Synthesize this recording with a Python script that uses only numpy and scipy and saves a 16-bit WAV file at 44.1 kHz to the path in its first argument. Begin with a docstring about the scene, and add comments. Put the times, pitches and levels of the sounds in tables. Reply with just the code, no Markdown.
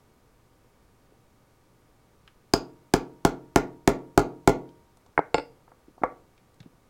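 """A small plastic-faced mallet taps a cover into a metal lock core, close to a single microphone.
The core stands in a holder on a workbench, in a small quiet room with a faint fan. Seven taps,
growing firmer, click in the metal, thump the bench and overload the microphone. Then the mallet is
laid down, a steel piece rocks to rest in a wooden tray and the holder is knocked into place."""
import sys
import numpy as np
from scipy import signal
from scipy.fft import rfft, irfft
from scipy.io import wavfile

SR = 44100
rng = np.random.default_rng(int(sys.argv[2]) if len(sys.argv) > 2 else 0)


def materialize(psi):
    """Save the field psi as 16-bit PCM at rate SR to the path in sys.argv[1].

    A 1-D psi becomes a single channel; in a 2-D psi each row is a channel.
    """
    bounded = np.clip(np.atleast_2d(psi).T, -1, 1)
    quanta = np.round(bounded * 32767).astype(np.int16)
    wavfile.write(sys.argv[1], SR, quanta)


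N = 303893

# fingers landing on the bench mat: (time [s], level [dB], pitch [Hz])
FINGER_LANDINGS = [(1.121, -50.5, 273), (6.603, -40.5, 144), (6.659, -37, 174.6)]
# mallet taps: (time [s], strength [dB], core ring [dB])
MALLET_TAPS = [(2.5364, -3.5, 7), (2.9376, -1.5, -6), (3.2496, -1, -4.5), (3.5592, 0.5, -9.5),
               (3.8754, 1, -7), (4.1759, 2, -4), (4.4750, 2.5, -0.5)]
# holder brushed as the core is lifted off, then nudged: (time [s], level [dB], contact cut-off [Hz])
HOLDER_CONTACTS = [(4.971, -45, 1500), (5.062, -41, 1500), (5.678, -38, 1500), (5.717, -34.5, 1500),
                   (5.881, -22.5, 365), (5.979, -34, 1090), (6.015, -15, 354), (6.02, -29.5, 1560),
                   (6.0350, -2.5, 1794)]
# steel piece rocking to rest in the tray: (time [s], level [dB])
STEEL_CONTACTS = [(5.3436, 0), (5.3520, -19), (5.3785, -18), (5.3820, -11.5), (5.3855, -21),
                  (5.3965, -20.5)]


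def from_db(db):
    """Decibels to gain."""
    return 10 ** (np.asarray(db) / 20)


def seconds(length):
    """A time axis."""
    return np.arange(int(length * SR)) / SR


def at_hz(points, hz):
    """Read a table on a log-frequency axis."""
    freq, value = np.transpose(points)
    return np.interp(np.log(np.maximum(hz, 1)), np.log(freq), value)


def add(out, s, sound):
    """Mix a sound in at time s."""
    start = round(s * SR)
    out[start:start + len(sound)] += sound[:len(out) - start]


def soften(x, hz, order):
    """A longer contact leaves out the treble."""
    return signal.sosfilt(signal.butter(order, min(hz, .45 * SR), fs=SR, output="sos"), x + 1e-18)


def bandpass(x, band):
    """Keep the sound between two frequencies."""
    return signal.sosfilt(signal.butter(2, band, "band", fs=SR, output="sos"), x)


def strike(modes, vary_db, length=0.55):
    """Damped modes of alternating sign, excited a little differently by every blow."""
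    t, out = seconds(length), 0
    for k, (hz, db, t60) in enumerate(modes):
        strength = (-1) ** k * from_db(db + rng.normal(0, vary_db))
        out = out + strength * np.sin(2 * np.pi * hz * t) * np.exp(-np.log(1000) * t / t60)
    return out


def room_tone():
    """Steady room air with the faint tones of a fan."""
    # air spectrum: (frequency [Hz], relative density [dB])
    air_colour = [(25, -3), (120, -5.5), (200, -9), (480, -11), (700, -17.5), (1200, -21), (2200, -26),
                  (3000, -29.5), (6000, -31.5), (16000, -37)]
    # fan tones: (frequency [Hz], level [dB])
    fan_tones = [(118.4, -73), (775.2, -80), (925.9, -79), (1007, -83), (1157, -79.5), (1238, -81),
                 (1470, -85), (2239, -87.5)]
    t = np.arange(N) / SR
    fan = sum(np.sqrt(2) * from_db(db - 0.5) * np.sin(2 * np.pi * (hz * t + rng.random()))
              for hz, db in fan_tones)
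    colour = from_db(at_hz(air_colour, np.fft.rfftfreq(N, 1 / SR)))
    air = irfft(rfft(rng.standard_normal(N)) * colour, N)
    return from_db(-61.5) * air / np.std(air) + fan


def touches(events, decay_s, spread):
    """Small dead contacts: a short burst in a broad resonance."""
    out, t = np.zeros(N), seconds(.1)
    for s, db, hz in events:
        band = [hz / (1 + spread), min(hz * (1 + spread), .45 * SR)]
        burst = bandpass(rng.standard_normal(len(t)) * np.exp(-t / decay_s), band)
        add(out, s, from_db(db) * burst / np.abs(burst).max())
    return out


def bench_sway(events):
    """The bench frame takes a moment to start ringing, and carries on between the blows."""
    # sway and long rings of the frame and the tools on it: (frequency [Hz], level [dB], t60 [s])
    frame_modes = [(32, -43, 0.42), (39.7, -21, 0.15), (77.5, -15.5, 0.06), (134.5, -39.5, 0.7),
                   (175.3, -37, .56), (267.2, -36, .55), (302, -34.5, 0.56), (351.6, -34.5, 0.59),
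                   (381.7, -32, 0.18), (448, -36.5, 0.57), (715, -37.5, 0.12), (898, -36.5, 0.24)]
    # one loose tool singing along: (frequency [Hz], level [dB], t60 [s])
    tool_modes = [(632, -48.5, .75), (937, -51, 1.15)]
    out, swell = np.zeros(N), 1 - np.exp(-seconds(1) / .014)
    for s, db, *_ in events:
        add(out, s, from_db(db) * swell * strike(frame_modes + tool_modes, vary_db=0.34, length=1))
    return out


def metal_ticks():
    """Metal touches lightly, too briefly to ring."""
    # touches: (time [s], level [dB], pitch [Hz])
    ticks = [(2.2768, -39, 1705), (4.690, -54, 3190), (4.971, -50.5, 6000), (5.062, -54, 4500),
             (5.1775, -54, 6000), (6.0355, -41.5, 4500), (6.378, -51.5, 2200), (6.543, -56, 6610),
             (6.603, -44, 2800), (6.629, -52, 2190)]
    return touches(ticks, decay_s=0.0038, spread=0.69)


def mallet_taps():
    """Each blow clicks in the core and drives the bench; firmer ones lift the holder for longer."""
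    # bench top under the holder: (frequency [Hz], level [dB], t60 [s])
    bench_modes = [(132.5, -7, .04), (256, 0.5, .02), (386, 0.5, 0.027), (514, -11, .035),
                   (681, -8.5, 0.034), (851, -4.5, .027), (1073, -8.5, .018), (1192, -13.5, .028),
                   (1383, -15, 0.036), (1705, -17.5, 0.021), (2040, -10.5, .01), (2480, -17, 0.013)]
    # lock core damped by the fingers: (frequency [Hz], level [dB], t60 [s])
    core_modes = [(4557, -21.5, .006), (4960, -15.5, 0.0093), (5200, -16.5, 0.0064), (6270, -21.5, .006),
                  (6900, -21, 0.0066)]
    plastic_contact_hz = 1330
    out = np.zeros(N)
    for s, db, ring_db in MALLET_TAPS:
        # the hand bears down differently each time, which shifts the modes a little
        loaded = [(hz * rng.normal(1, .014), mode_db, t60) for hz, mode_db, t60 in bench_modes]
        blow = from_db(db) * soften(strike(loaded, vary_db=0.74), plastic_contact_hz, order=2)
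        add(blow, 0, crack(slip_s=0.00081, level_db=-25.5))  # the cover slips as loudly on every tap
        add(out, s, blow)
        flight_s, landing_db = .0135 * from_db(db), -18 + 1.8 * db  # the holder rebounds
        add(out, s + flight_s, from_db(landing_db) * blow)
        add(out, s + .0004, from_db(ring_db) * strike(core_modes, vary_db=3.0))
        add(out, s, rattle(count=12, spread_s=0.044, level_db=-44))
    return out


def crack(slip_s, level_db):
    """Metal slips into its seat: a few milliseconds of pitchless grating."""
    # spectrum of the slip: (frequency [Hz], relative density [dB])
    slip_colour = [(800, 0), (2000, 1), (3300, -3.5), (5000, -1.5), (7500, 0), (9000, -7), (12000, -11.5),
                   (16000, -14.5)]
    t = seconds(0.015)
    grains = rng.standard_normal(len(t)) * (t / slip_s) * np.exp(-t / slip_s)
    colour = from_db(at_hz(slip_colour, np.fft.rfftfreq(len(t), 1 / SR)))
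    phase = np.angle(rfft(grains))  # the grains set the timing only, so the spectrum stays smooth
    burst = irfft(colour * np.exp(1j * phase), len(t)) * (1 - t / t[-1])
    return from_db(level_db) * burst / np.std(burst)


def rattle(count, spread_s, level_db):
    """Loose pins and the holder chatter after a blow, fading as they settle."""
    out = np.zeros(int(.2 * SR))
    delays = .006 + spread_s * rng.random(count)
    for delay, size in zip(delays, rng.uniform(.3, 1, count)):
        fade = np.exp(-2 * delay / spread_s)
        add(out, delay, size * fade * crack(slip_s=.0004, level_db=level_db))
    return out


def knocks(events, modes):
    """An object is knocked into ringing, each contact with its own hardness."""
    out = np.zeros(N)
    for s, db, contact_hz in events:
        add(out, s, from_db(db) * soften(strike(modes, vary_db=2.38), contact_hz, order=5))
    return out


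def holder_knocks():
    """The holder is brushed, then knocks on the bench as it is nudged into place."""
    # the holder: (frequency [Hz], level [dB], t60 [s])
    holder_modes = [(142.7, -24.5, 0.023), (284, -11.5, 0.014), (497, -21.5, 0.083), (525, -19.5, 0.046),
                    (747, -8.5, 0.023), (926, -12.5, 0.029), (1080, -19.5, 0.04), (1137, -21, 0.063),
                    (1343, -13.5, 0.014), (1653, -23.5, 0.042), (2130, -8.5, 0.0083)]
    return knocks(HOLDER_CONTACTS, holder_modes)


def mallet_down():
    """The mallet is laid on the bench and rings briefly."""
    # head, then handle: (time [s], level [dB], contact cut-off [Hz])
    contacts = [(5.1768, -2.5, 2400), (5.1895, -2.5, 1097)]
    # the mallet: (frequency [Hz], level [dB], t60 [s])
    mallet_modes = [(174.2, -25.5, 0.049), (293, -18.5, 0.05), (452, -15, 0.03), (673, -11, 0.023),
                    (852, -4.5, 0.016), (1028, -7.5, 0.01), (1178, -27, 0.049), (1300, -17, 0.03),
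                    (1558, -10, 0.013), (1830, -12, 0.021), (2133, -10.5, 0.016)]
    return knocks(contacts, mallet_modes)


def steel_down():
    """Steel and tray ring together with a small crack; firmer contacts are shorter and brighter."""
    # the wooden tray: (frequency [Hz], level [dB], t60 [s])
    tray_modes = [(166, -26.5, 0.072), (291, -20.5, 0.083), (462, -10.5, 0.054), (590, -18, 0.034),
                  (704, -14.5, 0.04), (872, -16, 0.081), (1068, -23.5, 0.038), (1398, -20, 0.032),
                  (1616, -26.5, 0.03), (2135, -16, 0.017), (2750, -24, 0.026), (3560, -23, 0.0079),
                  (4460, -18, 0.011), (7310, -28, 0.019)]
    # the steel piece: (frequency [Hz], level [dB], t60 [s])
    steel_modes = [(2632, -43, 0.14), (4630, -41.5, 0.13), (4840, -48, 0.34), (5227, -42, 0.18),
                   (6050, -71.5, 0.16), (8100, -45, 0.2)]
    contact_hz, hardening = 7970, 0.18  # cut-off at 0 dB; it rises with this power of the strength
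    contacts = [(s, db, contact_hz * from_db(hardening * db)) for s, db in STEEL_CONTACTS]
    out = knocks(contacts, tray_modes) + knocks(contacts, steel_modes)
    for s, db in STEEL_CONTACTS:
        add(out, s, from_db(db) * crack(slip_s=0.00085, level_db=-50))
    return out


def small_room(x, tail_db, build_s):
    """Two near reflections reach the microphone, with a diffuse tail whose treble dies first."""
    # tail colour: (frequency [Hz], relative level [dB])
    tail_colour = [(60, -9), (160, -3.5), (370, -6), (560, -0.5), (850, -6.5), (1500, 2.5), (3000, 1),
                   (6000, -2), (14000, -3.5)]
    # tail decay: (frequency [Hz], t60 [s])
    tail_t60 = [(60, 0.18), (300, 0.4), (1000, .3), (2500, 0.24), (5000, 0.215), (9000, 0.1), (15000, 0.17)]
    # near surfaces: (delay [s], level [dB])
    reflections = [(.0098, -23.5), (0.025, -26)]
    t, edges = seconds(.6), np.geomspace(45, 17000, num=14)
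    white, response = rng.standard_normal((2, len(t))), np.zeros(len(t))
    for k, band in enumerate(zip(edges, edges[1:])):
        hz = np.sqrt(band[0] * band[1])
        decay = np.exp(-np.log(1000) * t / at_hz(tail_t60, hz))
        response += bandpass(white[k % 2], band) * from_db(tail_db + at_hz(tail_colour, hz)) * decay
    response *= 1 - np.exp(-(t / build_s) ** 2)
    for delay, db in reflections:
        add(response, delay, from_db([db]))
    return signal.fftconvolve(x, response)[:N]


def scene():
    """Taps, then tidying up, heard in mono from close to the bench with some room behind."""
    taps = mallet_taps()
    mallet = mallet_down()
    steel = steel_down()
    handling = holder_knocks() + metal_ticks() + touches(FINGER_LANDINGS, decay_s=0.0053, spread=0.41)
    sway = bench_sway(MALLET_TAPS)
    # light, hard objects sway the bench less readily than soft, heavy fingers
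    sway += from_db(-13) * bench_sway(STEEL_CONTACTS + HOLDER_CONTACTS)
    sway += from_db(1.0) * bench_sway(FINGER_LANDINGS)
    into_room = taps + from_db(-7.5) * mallet + from_db(-5) * steel + from_db(-2.5) * handling
    reverb = small_room(into_room, tail_db=-37.0, build_s=0.0015)
    return (taps + sway + mallet + steel + handling + reverb + room_tone())[None]


def record(dry):
    """The close microphone's input clips flat on the blows; the highest treble is cut."""
    ceiling, cutoff_hz = .51, 16300
    top_cut = signal.cheby1(12, .1, cutoff_hz, fs=SR, output="sos")
    return signal.sosfilt(top_cut, np.clip(dry, -ceiling, ceiling))


dry = scene()
out = record(dry)
materialize(out)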